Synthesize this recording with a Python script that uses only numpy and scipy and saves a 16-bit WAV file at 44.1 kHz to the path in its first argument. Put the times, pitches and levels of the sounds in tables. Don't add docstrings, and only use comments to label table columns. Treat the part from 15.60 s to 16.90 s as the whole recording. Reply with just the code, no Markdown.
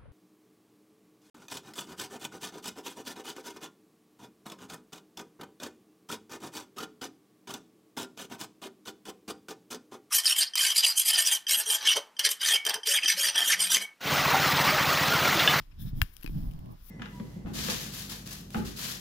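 import sys
import numpy as np
from scipy import signal
from scipy.fft import rfft, irfft
from scipy.io import wavfile

SR = 44100
rng = np.random.default_rng(int(sys.argv[2]) if len(sys.argv) > 2 else 0)


def wrap_up_sound(samples):
    columns = np.atleast_2d(samples).T
    tamed = np.clip(columns, -1, 1)
    steps = np.round(tamed * 32767).astype(np.int16)
    wavfile.write(sys.argv[1], SR, steps)


N = 57330

# frequency in Hz, relative level in dB.
FLOOR_COLOUR = [(30, 14), (120, -10.5), (300, 7.5), (450, -5), (800, -6.5), (1050, -1), (1400, -6),
                (3000, -9.5), (5200, -14.5), (8000, -19.5), (11000, -15.5), (15000, -11.5), (16000, -45)]
ROOM_COLOUR = [(200, -4), (700, -3), (2000, -0.5), (3500, 1.5), (5200, 7), (7000, 4.5), (9000, 13),
               (11000, 8), (14800, 1), (16000, -7)]
PHONE_SHADE = [(100, 0.5), (500, -2.5), (1000, -11.5), (2500, -17), (4000, -22.5), (8000, -17),
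               (14000, -39)]
RUMBLE_COLOUR = [(10, -11.5), (25, 6.5), (55, -4.5), (90, -11.5), (160, -20), (400, -39.5), (3000, -100)]
RUB_COLOUR = [(40, -15), (90, -2.5), (150, 1.5), (210, -7.5), (290, -15.5), (400, -31.5), (700, -35),
              (2000, -85), (12000, -100)]
SWISH_COLOUR = [(100, -25), (300, 4.5), (450, -5.5), (700, -3), (1100, -6.5), (1500, -27.5), (3000, -34),
                (12000, -56)]
HISS_COLOUR = [(2000, -43), (6000, -11.5), (8000, -19), (9300, -13.5), (10000, -3), (11300, -6),
               (12600, -1.5), (14800, 2), (15600, 0.5), (16000, -30)]
SCRAPE_COLOUR = [(200, -4), (800, -3.5), (1600, 1), (2300, -2.5), (3300, 0.5), (4200, -1.5), (5200, 1),
                 (6200, -8), (7200, -10), (8300, -12.5), (16000, -46)]
ZIP_COLOUR = [(700, -4.5), (2000, -13), (4000, -26), (8000, -5), (11000, -7), (14500, 5.5), (15700, -5),
              (16300, -25)]
TICK_COLOUR = [(300, -35), (1500, -2), (2900, 7), (4500, -5), (5500, -1), (7000, -10.5), (9300, -4),
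               (10500, 2.5), (15200, 0.5), (16500, -22)]
CRACK_COLOUR = [(200, -30.5), (500, -4.5), (750, 3.5), (1100, 2.5), (1650, 11), (2900, 5.5), (3800, 0),
                (5200, -1.5), (6000, -14.5), (9300, -16), (11500, -0.5), (15000, -17), (17000, -24)]

# time in seconds, level in dB.
RUMBLE_LEVELS = [(0, -34.5), (.05, -57.5), (.17, -42), (.26, -38.5), (.3, -36), (.34, -37), (.43, -37.5),
                 (.49, -49.5), (.64, -54.5), (.7, -31), (.79, -41), (.89, -35), (.95, -39.5), (1.1, -50),
                 (1.3, -52.5)]
RUB_LEVELS = [(0, -35), (.03, -75), (.13, -69.5), (.2, -45.5), (.27, -34.5), (.31, -52), (.34, -41),
              (.4, -32.5), (.44, -43.5), (.48, -79), (.63, -78), (.71, -43.5), (.75, -34), (.81, -36),
              (.9, -40), (.97, -45.5), (1.1, -44), (1.14, -48), (1.18, -67), (1.3, -72)]
SWISH_LEVELS = [(0, -65), (.16, -89), (.27, -69), (.32, -67), (.4, -60), (.48, -83), (.68, -74), (.78, -53),
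                (.95, -57), (1.03, -55), (1.13, -50), (1.18, -74), (1.3, -75)]
HISS_LEVELS = [(0, -64), (.17, -99), (.195, -55.5), (.22, -47), (.25, -55), (.29, -54.5), (.33, -75.5),
               (.375, -53.5), (.41, -56.5), (.46, -64), (.51, -65.5), (.54, -54.5), (.56, -63), (.68, -60),
               (.86, -59), (.97, -70.5), (1.02, -76), (1.09, -74.5), (1.12, -57.5), (1.15, -78), (1.2, -67),
               (1.26, -52.5), (1.3, -49)]
SCRAPE_LEVELS = [(0, -57), (.06, -68), (.095, -78), (.16, -71), (.21, -71), (.28, -56), (.33, -70),
                 (.37, -64), (.45, -59), (.53, -70.5), (.61, -63), (.72, -62.5), (.8, -59.5), (.9, -66),
                 (1.05, -69), (1.2, -67.5), (1.3, -60.5)]

# frequency in Hz, relative level in dB, seconds to decay by 60 dB.
NOTEBOOK_MODES = [(175, -11, 0.035), (287, 2.5, 0.021), (830, -16.5, 0.015)]
CAP_MODES = [(1770, -10, 0.013), (2420, -12, 0.024), (2526, -3.5, 0.039), (3220, -13, 0.018),
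             (4020, -7.5, 0.012), (4610, -6, 0.0092)]
CLIP_MODES = [(6700, -15, 0.0042), (11000, -27, 0.0069), (11700, -5, 0.012), (11980, -6, 0.012),
              (14700, -11, 0.014)]
PEN_MODES = [(1800, -22.5, 0.019), (2790, -22.5, 0.02), (3220, -24.5, 0.011), (5500, -40, 0.0098),
             (6700, -29, 0.0066), (11700, -48, .012), (13770, -23.5, .016), (14100, -43, .024),
             (14700, -25, .018)]

# start in seconds, level in dB, frequency in Hz.
BUMPS = [(.001, -27.5, 140), (.332, -19.5, 138), (.676, -27.5, 52)]
# start in seconds, level in dB.
TICKS = [(0.54, -56), (0.539, -47), (.5666, -35), (0.612, -46), (0.912, -47), (0.917, -48), (.936, -47),
         (.991, -48), (1.011, -60), (1.059, -49.5)]
# centre in seconds, half length in seconds, level in dB, main resonance in Hz.
SQUEAKS = [(0.121, 0.0055, -58.5, 2700), (0.213, .017, -53, 3510), (0.28, 0.02, -58, 3660),
           (0.389, .03, -64, 3400)]
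# frequency in Hz, width in Hz, gain in dB.
CAP_RESONANCES = [(1654, 190, -6.5), (5200, 170, -4.5)]
# start in seconds, gains of cap, clip and thud in dB, pitch ratio of the cap.
LANDINGS = [(0.6274, -42.5, -43, -70, 1.07), (0.6323, -55, -31, -77, 1.06), (0.636, -61, -47, -66, 1.1),
            (0.643, -71, -36, -70, 1.2), (.6450, -50, -51, -29, 1.7), (0.6516, -51, -45, -36.5, 1.2),
            (0.6622, -31, -43, -52, 1.01), (0.666, -50.5, -52, -59, 0.69), (0.6761, -36, -50, -37, .97),
            (0.6955, -56, -54, -32.5, 1.3)]


def undb(db):
    return 10 ** (np.asarray(db) / 20)


def colour(x, points, size=4096):
    hz, db = np.array(points, float).T
    bins_hz = np.maximum(np.fft.rfftfreq(2 * size, 1 / SR), 1)
    gain = undb(np.interp(np.log(bins_hz), np.log(hz), db))
    cepstrum = irfft(np.log(gain))
    cepstrum[1:size] *= 2
    cepstrum[size + 1:] = 0
    response = irfft(np.exp(rfft(cepstrum)))[:size]
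    return signal.fftconvolve(x, response)[:N]


def grit(grain_db):
    return rng.standard_normal(N) * undb(grain_db * np.clip(rng.standard_normal(N), -2, 2))


def noise(points, grain_db=0):
    x = colour(grit(grain_db), points)
    return x / x.std()


def curve(points):
    return undb(np.interp(np.arange(N) / SR, *np.array(points).T))


def fade(t, t60):
    return np.exp(-np.log(1000) * t / t60)


def swell(centre_s, width_s):
    return np.exp(-.5 * ((np.arange(N) / SR - centre_s) / width_s) ** 2)


def place(start, shape, size=4096):
    out = np.zeros(N + size)
    first = int(np.clip(np.ceil(start * SR), 0, N))
    age = np.maximum((first + np.arange(size)) / SR - start, 0)
    out[first:first + size] = shape(age)
    return out[:N]


def ring(start, modes):
    return place(start, lambda t: sum(
        undb(db) * np.sin(2 * np.pi * hz * t) * fade(t, t60) for hz, db, t60 in modes))


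def burst(start, decay_s=0.0014):
    return place(start, lambda t: np.exp(-t / decay_s))


def resonance(x, hz, width_hz):
    b, a = signal.iirpeak(hz, hz / (2 * width_hz), fs=SR)
    return signal.lfilter(b, a, signal.lfilter(b, a, x))


def room_tone(level_db=-66):
    return undb(level_db) * np.array([noise(FLOOR_COLOUR), noise(FLOOR_COLOUR)])


def reflections(x, early_db=-19.5, late_db=-22.5, size=16384):
    t = np.arange(size) / SR
    echoes = noise(ROOM_COLOUR)[:size] * (1 - np.exp(-t / 0.0031))
    early, late = echoes * fade(t, t60=0.048), echoes * fade(t, t60=0.41)
    response = undb(early_db) * early / np.linalg.norm(early)
    response += undb(late_db) * late / np.linalg.norm(late)
    return signal.fftconvolve(x, response)[:N]


def paper_swish(left_db=-9.5):
    ports = np.array([[-undb(left_db)], [1]])
    return curve(SWISH_LEVELS) * noise(SWISH_COLOUR, grain_db=6.5) * ports


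def hand_rub(side_db=-10.5):
    mid = noise(RUB_COLOUR)
    side = undb(side_db) * noise(RUB_COLOUR) * np.array([[1], [-1]])
    return curve(RUMBLE_LEVELS) * noise(RUMBLE_COLOUR) + curve(RUB_LEVELS) * (mid + side)


def desk_bumps(attack_s=0.0013, t60=0.034):
    out = 0
    for start, db, hz in BUMPS:
        push = place(start, lambda t: 1 - np.exp(-t / attack_s))
        out += push * ring(start, [(hz, db, t60)])
    return out


def ticks():
    return noise(TICK_COLOUR) * sum(undb(db) * burst(start) for start, db in TICKS)


def cap_slide(zip_db=-35.5):
    hiss = curve(HISS_LEVELS) * noise(HISS_COLOUR, grain_db=8)
    scrape = curve(SCRAPE_LEVELS) * noise(SCRAPE_COLOUR, grain_db=6.5)
    lip = undb(zip_db) * swell(centre_s=.4265, width_s=0.0054) * noise(ZIP_COLOUR, grain_db=7)
    return hiss + scrape + lip


def cap_squeaks():
    out, grains = 0, grit(grain_db=3)
    sides = sum(undb(db) * resonance(grains, hz, width) for hz, width, db in CAP_RESONANCES)
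    for centre, half_length, db, hz in SQUEAKS:
        squeak = resonance(grains, hz, width_hz=380) + sides
        out += undb(db) * squeak / squeak.std() * swell(centre, half_length)
    return out


def cap_rattle(crunch_db=-7.5):
    out, crunch = 0, undb(crunch_db) * noise(TICK_COLOUR)
    for start, cap_db, clip_db, thud_db, pitch in LANDINGS:
        out += undb(cap_db) * ring(start, [(hz * pitch, db, t60) for hz, db, t60 in CAP_MODES])
        out += undb(clip_db) * ring(start, CLIP_MODES)
        out -= undb(thud_db) * ring(start, NOTEBOOK_MODES)
        out += (undb(cap_db) + undb(clip_db)) * crunch * burst(start)
    return out


def recoil_thump(centre_s=.4263, hz=67.5, gain_db=-13.5):
    t = np.arange(N) / SR - centre_s
    return undb(gain_db) * np.sin(2 * np.pi * hz * t) * swell(centre_s, width_s=0.0034)


def cap_snap(start_s=.41717, crack_db=5.5, rebound_s=.001835, rebound_db=-13.5, size=65536):
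    blow = undb(crack_db) * colour(signal.unit_impulse(N), CRACK_COLOUR) + ring(0, PEN_MODES)
    delay = -2j * np.pi * np.fft.rfftfreq(size, 1 / SR)
    hits = np.exp(delay * start_s) * (1 + undb(rebound_db) * np.exp(delay * rebound_s))
    return -irfft(rfft(blow, size) * hits)[:N]


def scene(far_lag_s=0.000535, desk_lead_s=0.00093):
    t = np.arange(N) / SR
    clicks = cap_snap() + cap_rattle() + ticks()
    near = clicks + reflections(clicks) + cap_slide() + cap_squeaks()
    far = np.interp(t - far_lag_s, t, colour(near, PHONE_SHADE))
    background = room_tone()
    low_left, low_right = recoil_thump() + desk_bumps() + hand_rub()
    low_right = np.interp(t + desk_lead_s, t, low_right)
    return np.array([near + low_left, far + low_right]) + paper_swish() + background


def record(dry, top_hz=16600):
    return signal.sosfilt(signal.ellip(8, .2, 80, top_hz, fs=SR, output="sos"), dry)


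dry = scene()
out = record(dry)
wrap_up_sound(out)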